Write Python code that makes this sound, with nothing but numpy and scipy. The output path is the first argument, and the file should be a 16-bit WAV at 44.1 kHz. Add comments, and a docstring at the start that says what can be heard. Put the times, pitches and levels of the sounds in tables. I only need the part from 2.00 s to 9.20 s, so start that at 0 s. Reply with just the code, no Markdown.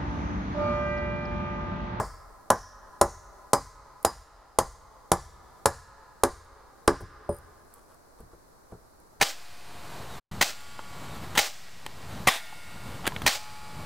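"""A hatchet strikes the ridge log of a low timber hut in a pine forest, ten times, about twice a second.
Each blow sums a bell-shaped thump, a crack of shaped noise, ringing modes of wood and steel, a shudder and a boom.
Then a cut chip thuds down, the lowered hatchet knocks the timber once, softly, and chatters, and three footfalls
of filtered noise press the forest litter; small bright snaps fall throughout, during the blows and after them.
Hut, trunks and deep forest answer with decaying noise echoes; a steady hush of trees surrounds the microphone."""
import sys
import numpy as np
from scipy import signal
from scipy.fft import rfft, irfft
from scipy.io import wavfile
from scipy.ndimage import uniform_filter1d, minimum_filter1d

SR = 44100
rng = np.random.default_rng(int(sys.argv[2]) if len(sys.argv) > 2 else 0)


def output_pcm(signal):
    """Save a mono or channel-first signal as 16-bit PCM at the path in sys.argv[1].

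    Samples are clipped to [-1, 1] before scaling.
    """
    pcm = np.clip(np.atleast_2d(signal).T, -1, 1) * 32767
    wavfile.write(sys.argv[1], SR, np.round(pcm).astype(np.int16))


N = 317520
LEAD_IN = SR // 10   # samples ahead of time zero, where the first blow already falls

# Modes of the steel hatchet head. Each row: frequency in Hz, level in dB, t60 in seconds.
STEEL = [(4957, -41, .23), (9109, -45, .23)]
# Side against mid for sound from the hut. Each row: frequency in Hz, level in dB.
WIDTH = [(60, -29.5), (300, -25), (1000, -25), (3000, -17.5), (8000, -13.5), (11000, -7), (14000, -2)]


def hatchet():
    """Each blow drives the log, tears its fibres, shakes the hut and sets the steel head ringing."""
    # Blows on the log. Each row: time in seconds, bite of the blade in dB, ring of the log in dB,
    # kick-back share from 0 to 1, hollowness in dB, ring of the steel in dB.
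    blows = [(-0.024, -0.5, 4.5, 0.86, -1, -19.5), (0.5035, 4.5, 10.5, 1, -4.5, -15),
             (1.0138, 4.5, 11.5, 0.58, -0.5, -9), (1.5334, 9.5, 10.5, 0.4, -4, 13.5),
             (2.0498, 11.5, 7.5, 0.15, -14, 19), (2.5880, 7.5, 12, 0, -14.5, 2),
             (3.1181, 6, 10.5, .2, -11, -2.5), (3.6581, 9, 14.5, 0, -7.5, -14),
             (4.2361, 7, 10.5, 0.29, 8.5, -11), (4.8786, 5, 12.5, 1, 8, -19)]
    # Bright zings that hang among the trees. Each row: start in seconds, pitch in Hz, level in dB.
    zings = [(-0.024, 5040, -49), (0.5033, 5590, -39.5), (1.012, 6310, -43)]
    # Level of the treble. Each row is one side, left then right: gain in dB.
    treble_pan_db = [
        [0.26],
        [0.87],
    ]
    treble_pan = from_db(treble_pan_db)
    crack_db, shudder_db = 2.0, -46.5   # against the bite
    # Upper wood modes in a clean cut; a full kick-back raises them and shakes the roof timbers harder.
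    bright_db, kick_bright_db, kick_rattle_db = -3.5, 6.5, 5.5
    # Crack tilt in dB/octave: at first, lost as the notch deepens, lost besides as the last blow breaks through.
    first_tilt_db, dulling_db, split_dulling_db = 4.0, 3.5, 4.5
    boom_db, boom_loss_db = -38, 7.5   # the boom weakens as the notch deepens
    high_steel_db = -20

    out = np.zeros((2, N + LEAD_IN))
    notch_depths = np.linspace(0, 1, len(blows))
    for depth, (s, bite_db, ring_db, kick, hollow_db, steel_db) in zip(notch_depths, blows):
        start = s - .002   # the thump is centred 2 ms into its sound
        bite = from_db(bite_db)
        tilt_db = first_tilt_db - dulling_db * depth - split_dulling_db * (depth == 1)
        tearing = crack(fibres(tilt_db, patchy_db=2.5), t60=.026)
        steel_gains_db = np.array([steel_db, high_steel_db])
        add(out, start, bite * thump(contact_ms=0.32, kick=kick, kick_after_ms=4.8447))
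        add(out, start - .0003, bite * treble_pan * from_db(crack_db) * tearing)
        add(out, s, timber(ring_db, hollow_db, bright_db + kick_bright_db * kick))
        add(out, s, bite * from_db(kick_rattle_db * kick) * rattle())
        add(out, s, bite * from_db(shudder_db) * shudder())
        add(out, s, from_db(boom_db - boom_loss_db * depth) * boom())
        add(out, s, treble_pan * ring(STEEL, steel_gains_db, spread_db=1, detune=0))
    for s, hz, db in zings:
        add(out, s, from_db(db) * zing(hz))
    return out


def thump(contact_ms, kick, kick_after_ms):
    """A bell-shaped force radiates as its second derivative; the log kicks back just after. Centred on 2 ms."""
    ms = np.arange(SR // 80) * 1000 / SR - 2
    first = (ms / contact_ms) ** 2
    second = ((ms - kick_after_ms) / contact_ms) ** 2
    blow = (first - 1) * np.exp(-first / 2)
    kick_back = (second - 1) * np.exp(-second / 2)
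    return blow + kick * kick_back


def fibres(tilt_db, patchy_db, count=45):
    """Each blow tears other fibres, so each crack has peaks and dips of its own."""
    # Mean spectrum of the crack before tilt. Each row: frequency in Hz, relative level in dB.
    crack_spectrum = [(700, 5.5), (1500, 14), (2100, 6), (2800, 3.5), (4000, 6), (6000, 7.5), (7600, 10),
                      (8300, 5.5), (9000, 14.5), (9700, 7.5), (11000, 5), (13500, -4.5), (16000, -15.5)]
    hz, db = np.transpose(crack_spectrum)
    grid = np.linspace(hz[0], hz[-1], count)
    smooth = np.interp(np.log(grid), np.log(hz), db) + tilt_db * np.log2(grid / 7000)
    return np.transpose([grid, smooth + patchy_db * rng.standard_normal(count)])


def crack(spectrum, t60, size=2048, count=3):
    """A click scattered over a few ms; its spectrum stays smooth. Starts after 2 ms."""
    t = np.arange(size) / SR - .002
    shape = (t > 0) * fade(np.abs(t), t60)
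    x = rng.standard_normal((2, size)) * np.sqrt(shape)
    for _ in range(count):   # shorten in time, then flatten the spectrum, keeping only the phase
        x = irfft(np.exp(1j * np.angle(rfft(x * np.sqrt(shape)))))
    mid, side = colour(x, spectrum)
    stereo = mid + colour(side, WIDTH) * [[1], [-1]]
    return stereo * np.hanning(2 * size)[size:]


def timber(ring_db, hollow_db, bright_db):
    """The log rings; the spot that is hit weights its hollow low modes and its bright upper ones."""
    # Modes of the log and the roof it rests on. Each row: frequency in Hz, level in dB, t60 in seconds.
    wood = [(81.9, -30, 0.15), (128, -31.5, 0.12), (194.65, -31.5, 0.078), (266.53, -34.5, 0.15),
            (347.8, -27.5, 0.087), (409.45, -26, 0.11), (474.3, -45, 0.27), (565.6, -21, 0.11),
            (696, -48, 0.09), (818, -23, 0.049), (815.6, -31.5, 0.15), (910, -34, 0.086),
            (1023, -25.5, 0.063), (1031.9, -25.5, 0.1), (1262.6, -22.5, 0.042), (1395, -28, 0.032),
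            (1498, -39, 0.092), (1685, -33.5, 0.051), (1924, -33, 0.023)]
    octaves = np.log2(np.array(wood)[:, 0])
    hollow_modes = np.exp(-((octaves - np.log2(320)) / 0.75) ** 2)
    bright_modes = np.clip(octaves - np.log2(560), 0, 1)
    gains_db = ring_db + hollow_db * hollow_modes + bright_db * bright_modes
    return ring(wood, gains_db, spread_db=1.5, detune=0.018)


def rattle():
    """The many damped modes of the roof timbers blur into a short rattle."""
    # Rattle of the roof timbers. Each row: frequency in Hz, relative level in dB.
    timbers = [(50, -12), (110, -2.5), (200, -7.5), (280, -11.5), (400, -7.5), (1000, 2.5), (1250, -4),
               (1500, -22), (1900, -17.5), (2500, -35), (4000, -47.5)]
    return from_db(-21.5) * burst(timbers, rise=0.00097, t60=0.16)


def shudder():
    """The whole hut shakes: a dying burst of low noise."""
    # Shudder of the hut. 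Each row: frequency in Hz, relative level in dB.
    hut = [(20, -14), (42, 4), (58, -2), (85, -4.5), (120, -15.5), (200, -35.5), (500, -55)]
    return burst(hut, rise=.004, t60=0.9)


def boom():
    """A low tone that sinks in pitch as it dies, drawn down to nothing at half a second."""
    start_hz, end_hz, sink_s = 94.8, 39.93, .04
    t = seconds(.5)
    hz = end_hz + (start_hz - end_hz) * np.exp(-t / sink_s)
    tone = np.sin(2 * np.pi * np.cumsum(hz) / SR)
    return tone * fade(t, 1.8) * (1 - (t / t[-1]) ** 2)


def zing(hz):
    """Noise narrowed to one bright peak swells and hangs."""
    return burst(resonance(hz, width_octaves=.17), rise=0.031, t60=0.7)


def resonance(hz, width_octaves, count=25):
    """The spectrum of one steep-sided peak."""
    return [(hz * 2 ** away, -20 * np.log10(1 + (away / width_octaves) ** 4))
            for away in np.linspace(-1, 1, count)]


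def ring(modes, gains_db, spread_db, detune):
    """Struck modes; strength, and pitch by the detune share, vary a little with the spot that is hit."""
    t = seconds(0.46)
    hz, db, t60 = np.transpose(modes)
    chance = rng.standard_normal((2, len(hz)))
    height = from_db(db + gains_db + spread_db * chance[0]) * rng.choice([-1, 1], len(hz))
    pitch = hz * (1 + detune * chance[1])
    return height @ (np.sin(2 * np.pi * pitch[:, None] * t) * fade(t, t60[:, None]))


def knock(count=4):
    """The lowered hatchet bumps the timber without cutting: a dull knock, a clink and a brief chatter."""
    # Ring of the head in the knock: lower then upper steel mode, gain in dB.
    clink_db = [-19, 3]
    steel_db = np.array(clink_db)
    knock_s, knock_db = 5.2924, -14
    # The head chatters against the timber in even, light touches.
    chatter_after_s, chatter_gap_s, chatter_tick_db, chatter_loss_db = .034, .0195, -45.5, 17

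    out = np.zeros((2, N + LEAD_IN))
    add(out, knock_s - .002, from_db(knock_db) * thump(contact_ms=0.48, kick=0, kick_after_ms=0))
    add(out, knock_s, timber(ring_db=7, hollow_db=-6, bright_db=-36))
    add(out, knock_s, from_db(knock_db) * rattle() + tick(-39.5))
    add(out, knock_s, ring(STEEL, steel_db, spread_db=1.5, detune=0))
    for s in knock_s + chatter_after_s + chatter_gap_s * np.arange(count):
        add(out, s, tick(chatter_tick_db))
        add(out, s, ring(STEEL, steel_db - chatter_loss_db, spread_db=4, detune=0))
    return out


def litter(count=7):
    """Small bright snaps, a cut chip and feet that thud and scuff, and a faint grainy rustle."""
    # Small bright snaps: twigs, chips, and a log fibre at the last blow.
    # Each row: start in seconds, level in dB.
    snaps = [(2.028, -38.5), (4.8755, -12), (5.0057, -38.5), (5.015, -38.5), (5.7389, -42), (6.204, -51)]
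    # Thuds on soft ground: the cut chip lands, then three footfalls.
    # Each row: start in seconds, thud level in dB, scuff level in dB.
    landings = [(5.005, -30, -29), (6.201, -44, -43.5), (6.331, -62, -47), (6.721, -47, -39.5)]
    # Feet and clothes brushing the litter. Each row: start in seconds, length in seconds, level in dB.
    rustles = [(5.621, 0.29, -62.5), (5.858, 0.12, -60)]
    weight_after_s = 0.0159   # the weight lands just after the first touch
    brush_s, brush_db = .06, -62.5   # every landing brushes the litter

    out = np.zeros((2, N + LEAD_IN))
    # Fainter snaps come at random.
    faint = [(rng.uniform(0, N / SR), rng.normal(-57, 3)) for _ in range(count)]
    for s, db in snaps + faint:
        add(out, s, tick(db))
    for s, thud_db, scuff_db in landings:
        add(out, s, from_db(scuff_db) * scuff())
        add(out, s + weight_after_s, from_db(thud_db) * thud())
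    landing_brushes = [(landing[0] - brush_s / 2, brush_s, brush_db) for landing in landings]
    for s, length, db in rustles + landing_brushes:
        add(out, s, rustle(length, db))
    return out


def tick(db):
    """A tiny bright snap: noise that starts at once and dies within hundredths of a second."""
    # Spectrum of a small snap. Each row: frequency in Hz, relative level in dB.
    snap = [(1000, -21), (3000, -18), (6000, -13.5), (10000, 4), (16000, -7.5)]
    return from_db(db) * burst(snap, rise=0.00012, t60=0.02)


def scuff():
    """Something scrapes the ground as it lands: a burst of noise with a sharp onset."""
    # Scuff on the ground. Each row: frequency in Hz, relative level in dB.
    scrape = [(60, 8.5), (200, 2), (450, 7.5), (800, -3), (1500, -12.5), (2600, -54), (8000, -34),
              (16000, -48)]
    return burst(scrape, rise=0.0007, t60=0.12)


def thud():
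    """Weight lands on soft ground: a low burst with a rounder onset."""
    # Thud of the weight. Each row: frequency in Hz, relative level in dB.
    weight = [(25, -38), (70, 12), (130, 9.5), (250, -10), (600, -78), (2000, -48)]
    return burst(weight, rise=0.0041, t60=0.16)


def rustle(length, db):
    """Brushed litter: noise whose level flickers in random grains under a smooth swell."""
    # Brushing through litter. Each row: frequency in Hz, relative level in dB.
    brush = [(400, 8.5), (1200, 15), (1800, -3.5), (2700, -7.5), (6000, -9), (10000, -2), (16000, -17.5)]
    size = int(length * SR)
    grains = uniform_filter1d(rng.standard_normal(size), size=100)
    flicker = from_db(db + 4 * grains / grains.std())
    return flicker * np.hanning(size) * noise(brush, size, wider_db=0)


def forest(x):
    """The hut and ground answer first, then the near trunks, then the deep forest."""
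    # Echo against the direct sound, near to far. Each row: frequency in Hz, strength in dB.
    hut_echo = [(60, -14.5), (250, -4.5), (600, -12.5), (1000, -11), (1700, -2.5), (2800, -17.5),
                (5000, -9), (9000, -12), (15000, -12.5)]
    trunk_echo = [(60, -7.5), (250, -32), (600, -34.5), (1100, -24), (1800, -14.5), (2800, -26),
                  (4500, -17.5), (6500, -20.5), (10000, -30), (15000, -28.5)]
    far_echo = [(60, -26), (250, -37), (600, -35.5), (1000, -30), (1700, -22), (2700, -33.5), (4500, -31.5),
                (7000, -40), (12000, -59.5)]
    response = (echoes(hut_echo, build_up=0.0047, t60=.11, wider_db=-0.5)
                + echoes(trunk_echo, build_up=0.041, t60=0.52, wider_db=1.0)
                + echoes(far_echo, build_up=0.25, t60=1.42, wider_db=12.0))
    return signal.fftconvolve(x, response, axes=1)[:, :x.shape[1]]


def echoes(spectrum, build_up, t60, wider_db):
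    """Countless reflections that thicken and die away; the spectrum gives their total energy."""
    t = seconds(3)
    shape = (1 - np.exp(-(t / build_up) ** 2)) * fade(t, t60)
    return diffuse(spectrum, len(t), wider_db) * shape / np.sqrt(np.sum(shape ** 2))


def beside(x):
    """A faint reflection from close beside the microphone makes the two sides differ a little."""
    delay_s, side_db = .002, -22.5
    at = np.arange(x.shape[1])
    late = np.interp(at - delay_s * SR, at, x.mean(axis=0))
    return x + from_db(side_db) * late * [[1], [-1]]


def air():
    """The faint hush of the trees all around: steady, wide noise."""
    # Hush of the trees. Each row: frequency in Hz, relative level in dB.
    hush = [(20, 1), (45, 1), (100, -7), (200, -9.5), (400, -7), (1050, -9.5), (1600, -16), (2700, -33),
            (3300, -34), (4200, -25), (7000, -26.5), (10500, -26.5), (16000, -32.5)]
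    return from_db(-56) * noise(hush, N, wider_db=25.0)


def burst(spectrum, rise, t60):
    """Noise that swells quickly and dies."""
    t = seconds(.6)
    return noise(spectrum, len(t), wider_db=3.5) * (1 - np.exp(-t / rise)) * fade(t, t60)


def noise(spectrum, size, wider_db):
    """Diffuse noise of rms 1."""
    x = diffuse(spectrum, size, wider_db)
    return x / x.std()


def diffuse(spectrum, size, wider_db):
    """Coloured stereo noise; the more it surrounds the listener, the less alike the two sides."""
    mid, side = colour(rng.standard_normal((2, size)), spectrum)
    side_width = [(hz, min(db + wider_db, 0)) for hz, db in WIDTH]
    return mid + colour(side, side_width) * [[1], [-1]]


def colour(x, spectrum):
    """Shape noise by a table of Hz and dB, read along log frequency."""
    hz, db = np.transpose(spectrum)
    size = x.shape[-1]
    bins = np.maximum(np.arange(size // 2 + 1) * SR / size, 1)
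    gain = from_db(np.interp(np.log(bins), np.log(hz), db))
    return irfft(rfft(x) * gain, size)


def from_db(db):
    """Decibels to gain."""
    return 10 ** (np.asarray(db) / 20)


def seconds(length):
    """A time axis."""
    return np.arange(int(length * SR)) / SR


def fade(t, t60):
    """Exponential decay, 60 dB down after t60."""
    return np.exp(-np.log(1000) * t / t60)


def add(track, s, sound):
    """Mix a sound into a stereo track that starts a little before time zero."""
    at = max(int(round(s * SR)) + LEAD_IN, 0)
    part = sound[..., :track.shape[1] - at]
    track[:, at:at + part.shape[-1]] += part


def scene():
    """Blows, knock and litter with their echoes, over the faint hush of the trees all around."""
    near = hatchet() + knock() + litter()
    return beside(near + forest(near))[:, LEAD_IN:] + air()


def limiter(x, ceiling_db, release_db_per_s):
    """The gain drops just ahead of a loud blow and creeps back, so hush and echo swell between blows."""
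    power = uniform_filter1d(np.mean(x ** 2, axis=0), size=88)
    over = np.maximum(10 * np.log10(np.maximum(power, 1e-12)) - ceiling_db, 0)
    recovery = release_db_per_s * np.arange(N) / SR
    cut = np.maximum.accumulate(over + recovery) - recovery
    early = minimum_filter1d(-cut, size=600)   # reaches the full cut ahead of the blow
    return x * from_db(uniform_filter1d(early, size=150))


def record(dry):
    """A limiter holds the blows down, the highest peaks are rounded off and the top is cut."""
    x = limiter(dry, ceiling_db=-8.5, release_db_per_s=17.5)
    held = x / (1 + (x / .86) ** 8) ** (1 / 8)
    cutoff_hz = 16200
    top_cut = signal.ellip(10, .1, 80, cutoff_hz, fs=SR, output="sos")
    return signal.sosfilt(top_cut, held)


dry = scene()
out = record(dry)
output_pcm(out)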